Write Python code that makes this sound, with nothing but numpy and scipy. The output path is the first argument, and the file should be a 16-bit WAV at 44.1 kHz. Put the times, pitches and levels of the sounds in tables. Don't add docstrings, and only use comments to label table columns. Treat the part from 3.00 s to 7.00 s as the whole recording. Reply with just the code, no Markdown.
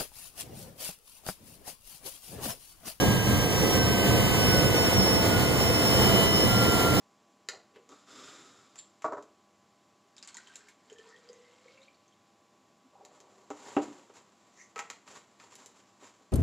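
import sys
import numpy as np
from scipy.fft import rfft, irfft, next_fast_len
from scipy.io import wavfile
from scipy.ndimage import map_coordinates

SR = 44100
rng = np.random.default_rng(int(sys.argv[2]) if len(sys.argv) > 2 else 0)


def wrap_up_sound(samples):
    columns = np.atleast_2d(samples).T
    tamed = np.clip(columns, -1, 1)
    steps = np.round(tamed * 32767).astype(np.int16)
    wavfile.write(sys.argv[1], SR, steps)


N = 176400


def amp(db):
    return 10 ** (np.asarray(db) / 20)


def unit(x):
    return x / np.sqrt(np.mean(x ** 2) + 1e-20)


def along(points, hz):
    point_hz, values = np.transpose(points)
    return np.interp(np.log(hz + 1), np.log(point_hz + 1), values)


def curves(rows):
    time_s, *columns = np.transpose(rows)
    return [np.interp(np.arange(N) / SR, time_s, column) for column in columns]


def wobble(rate_hz):
    knots = rng.standard_normal(400)
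    grid = np.arange(0, N + 64, 64)
    spline = map_coordinates(knots, [grid * rate_hz / SR], mode="wrap")
    return np.interp(np.arange(N), grid, spline)


def filtered(x, response):
    size = next_fast_len(N + SR // 4)
    return irfft(rfft(x, size) * response(np.fft.rfftfreq(size, 1 / SR)), size)[..., :N]


def turning(hz):
    return 2 * np.pi * np.cumsum(hz * np.ones(N)) / SR


def tone(hz, db, pan_db, flutter, flutter_hz=22, port_lag_s=.00008):
    ports = []
    for sign in (1, -1):
        phase = turning(hz) + sign * np.pi * hz * port_lag_s
        scatter = wobble(flutter_hz) * np.sin(phase) + wobble(flutter_hz) * np.cos(phase)
        ports.append(amp(min(sign * pan_db, 0)) * unit(np.sin(phase) + flutter * scatter))
    return amp(db) * np.array(ports)


# frequency in Hz, relative density in dB.
WASH_SPECTRUM_DB = [(25, -31), (36, -17), (50, -4.5), (82, -1.5), (100, -1.5), (125, 3.5), (150, -4),
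                    (175, -3.5), (200, 2.5), (222, -5), (245, -3.5), (272, -6), (300, -2), (370, -6.5),
                    (500, -4.5), (590, -11.5), (700, -13), (800, -16), (1050, -18), (1300, -17),
                    (1500, -18.5), (1850, -24), (2100, -23.5), (2500, -26), (3050, -23.5), (3500, -27),
                    (4600, -29.5), (5800, -29.5), (6600, -31.5), (7600, -29), (9000, -28.5), (10000, -35.5),
                    (12000, -35.5), (13700, -29.5), (15400, -30.5)]
# frequency in Hz, correlation (clipped to -1..1 in use).
PORT_LIKENESS = [(40, 0.8), (130, 0.77), (300, 0.4), (800, 1.06), (1400, -1), (2000, 0), (15000, 0)]
# frequency in Hz, left over right in dB.
PORT_BALANCE_DB = [(50, 4.5), (120, -1), (500, -2), (800, -1), (1400, 0.5), (2200, 2.5), (4800, 1.5),
                   (6200, 4), (10300, 5), (11700, 3), (13100, -5), (15000, -10)]
# frequency in Hz, left lead in radians.
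PORT_LEAD_RAD = [(40, -1.8), (65, -1.9), (90, -0.42), (150, -0.84), (240, -0.27), (300, -0.022),
                 (450, 0.012)]


def wash_band(lo_hz, hi_hz):
    def mid_side_gains(hz):
        angle = np.arccos(np.clip(along(PORT_LIKENESS, hz), -1, 1)) / 2
        rolloff = np.sqrt((1 + (lo_hz / (hz + 1)) ** 8) * (1 + (hz / hi_hz) ** 8))
        gain = amp(along(WASH_SPECTRUM_DB, hz)) / rolloff * (hz < TOP_HZ)
        return gain * np.array([np.cos(angle), np.sin(angle)])

    def port_gains(hz):
        left = amp(along(PORT_BALANCE_DB, hz))
        right = np.exp(-1j * along(PORT_LEAD_RAD, hz))
        return np.array([left, right]) / np.hypot(left, 1)

    mid, side = filtered(rng.standard_normal((2, N)), mid_side_gains)
    return unit(filtered(np.array([mid + side, mid - side]), port_gains))


# time in seconds, relative level in dB.
RUMBLE_DB = [(0.0, -33), (0.07, -21.5), (0.22, -32), (0.33, -23), (0.43, -28.5), (0.93, -28), (1.02, -32.5),
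             (1.1, -25.5), (1.36, -28.5), (1.47, -25), (1.88, -30), (2.0, -23), (2.06, -30), (2.35, -28),
             (2.37, -26), (2.54, -30.5), (2.63, -27), (2.77, -31.5), (3.03, -25), (3.42, -29), (3.44, -24),
             (3.79, -31.5), (3.94, -26)]
ROAR_DB = [(0.0, -38), (0.03, -20.5), (0.08, -32.5), (0.6, -32), (0.63, -26), (0.85, -28.5), (1.17, -27),
           (1.27, -30.5), (1.5, -27.5), (2.72, -29), (3.16, -26.5), (3.38, -30.5), (3.44, -25.5),
           (3.53, -34.5), (3.62, -27), (4.0, -29.5)]
HISS_DB = [(0.0, -34), (0.21, -39.5), (0.33, -37), (0.51, -37.5), (0.78, -34.5), (0.8, -38), (1.09, -35.5),
           (1.48, -34.5), (1.67, -36), (2.78, -36), (2.94, -34), (3.23, -33.5), (3.3, -37), (3.43, -34),
           (3.58, -36), (4.0, -35)]
BLADE_PASS_HZ = 73.57


def wash(roar_from_hz=250, hiss_from_hz=622, chop_depth=.025):
    rumble = amp(curves(RUMBLE_DB)[0] + 1.5) * wash_band(20, roar_from_hz)
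    roar = amp(curves(ROAR_DB)[0] + .5) * wash_band(roar_from_hz, hiss_from_hz)
    flicker_db = .74 * wobble(24.95)
    hiss = amp(curves(HISS_DB)[0] + 6 + flicker_db) * wash_band(hiss_from_hz, SR)
    chop = 1 + chop_depth * np.sin(turning(BLADE_PASS_HZ))
    return rumble + roar + hiss * chop


# multiple of the blade rate, level in dB.
PROPELLER_HARMONICS = [(6, -43), (7, -41), (10, -43), (12, -44.5), (13, -48), (14, -50)]


def propeller():
    hz = BLADE_PASS_HZ * (1 + .00044 * wobble(3.32))
    return sum(tone(multiple * hz, db, pan_db=-6, flutter=.6, flutter_hz=5)
               for multiple, db in PROPELLER_HARMONICS)


# frequency in Hz, base level in dB.
GEARBOX_LINES = [(1965, -48), (2060, -42.5), (2144, -50), (2574.8, -41.5)]
# time in seconds, gain in dB.
GEARBOX_GAIN_DB = [(0, -6), (1, -2), (1.5, 1), (2, -1.5), (2.9, -.5), (3.3, -6), (4, -5)]


def gearbox():
    gain_db, = curves(GEARBOX_GAIN_DB)
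    return sum(tone(hz, db + gain_db, pan_db=-16, flutter=.2, flutter_hz=8) for hz, db in GEARBOX_LINES)


# multiple of the pitch, relative level in dB.
SUPPLY_HARMONICS = [(1, 0), (2, 0), (4, -6), (5, -11)]
# time in seconds, level in dB.
SUPPLY_DB = [(0, -53), (.45, -53), (.6, -46), (1.1, -42.5), (1.5, -47), (2, -53), (2.85, -51), (3.15, -39),
             (3.4, -43), (4, -42.5)]


def instrument_supply(pitch_hz=1000.4):
    level_db, = curves(SUPPLY_DB)
    return sum(tone(multiple * pitch_hz, level_db + db, pan_db=-17, flutter=.25, flutter_hz=8)
               for multiple, db in SUPPLY_HARMONICS)


# time in seconds, pitch in Hz, level in dB.
ACCESSORY_RUNDOWN = [(0, 1630, -41), (.33, 1599, -41.5), (.62, 1572, -51), (.85, 1551, -43.5),
                     (1.1, 1528, -43), (1.33, 1506, -48), (1.52, 1492, -37.5), (1.64, 1484, -43),
                     (1.85, 1470, -44), (2.15, 1451, -49), (2.36, 1442, -39), (2.6, 1429, -47),
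                     (3.1, 1408, -44), (3.38, 1395, -51), (3.6, 1386, -36.5), (3.9, 1379, -35),
                     (4, 1376, -44)]
# time in seconds, level in dB.
MESH_DB = [(0, -60), (1.5, -46.5), (1.9, -48), (2.6, -55)]


def accessory(mesh_ratio=3.9, jitter_hz=3.5):
    hz, db = curves(ACCESSORY_RUNDOWN)
    hz = hz + jitter_hz * wobble(70)
    whine = tone(hz, db, pan_db=-3.5, flutter=.33, flutter_hz=45)
    mesh = tone(mesh_ratio * hz, curves(MESH_DB)[0], pan_db=22, flutter=1)
    return whine + mesh


# frequency in Hz, relative level in dB.
GEAR_PARTIALS = [(2901.6, -14), (2986, 0), (3089.4, -15)]
# time in seconds, level in dB.
GEAR_DB = [(0, -35.5), (.57, -41.5), (1.1, -34.5), (1.5, -34.5), (2.2, -38.5), (2.85, -37), (3, -30),
           (3.2, -27), (3.4, -32), (3.7, -33.5), (4, -39)]


def ringing_gear():
    level_db, = curves(GEAR_DB)
    return sum(tone(hz, level_db + db, pan_db=-22, flutter=.12) for hz, db in GEAR_PARTIALS)


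# time in seconds, rotation rate in Hz.
SHAFT_HZ = [(0, 733), (.35, 717), (.6, 706.5), (1.1, 689), (1.6, 677.2), (2.1, 672), (2.9, 668.5),
            (4, 666.5)]
# time in seconds, level in dB.
HUM_DB = [(0, -46), (.6, -41), (1.05, -33.5), (1.35, -38), (2, -34.5), (2.7, -35.5), (3.17, -31),
          (3.65, -37), (4, -35)]
WHINE_DB = [(0, -39), (.3, -42), (.78, -34), (1.07, -43), (1.32, -42), (1.4, -35), (1.53, -29), (1.68, -37),
            (1.85, -30.5), (2.07, -28), (2.25, -36), (2.45, -41), (2.6, -34), (2.97, -31), (3.2, -37),
            (3.4, -32), (3.62, -34.5), (3.87, -43), (4, -37)]


def turbine(whine_order=8, jitter=.0004, overtone_db=-10):
    shaft_hz, = curves(SHAFT_HZ)
    hum = tone(shaft_hz, curves(HUM_DB)[0], pan_db=11.5, flutter=.12)
    whine_db, = curves(WHINE_DB)
    whine_hz = whine_order * shaft_hz * (1 + jitter * (wobble(26.4) + 2 * wobble(90)))
    whine = tone(whine_hz, whine_db, pan_db=12, flutter=.35, flutter_hz=40)
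    overtone = tone(2 * whine_hz, whine_db + overtone_db, pan_db=28, flutter=1, flutter_hz=80)
    return hum + whine + overtone


def scene():
    return wash() + propeller() + gearbox() + turbine() + accessory() + ringing_gear() + instrument_supply()


WIDEN_FROM_HZ, WIDEN_FULL_HZ, WIDEN_DELAY_S = 830, 1254, 16 / SR
LEFT_OVER_RIGHT_DB, TOP_HZ = -1.1, 15500


def record(dry):
    def crossfeed(hz):
        share = np.clip((hz - WIDEN_FROM_HZ) / (WIDEN_FULL_HZ - WIDEN_FROM_HZ), 0, 1)
        return share * np.exp(-2j * np.pi * hz * WIDEN_DELAY_S)

    wide = dry - filtered(dry[::-1], crossfeed)
    channel_gains = amp([[LEFT_OVER_RIGHT_DB / 2], [-LEFT_OVER_RIGHT_DB / 2]])
    return filtered(wide * channel_gains, lambda hz: hz < TOP_HZ)


dry = scene()
out = record(dry)
wrap_up_sound(out)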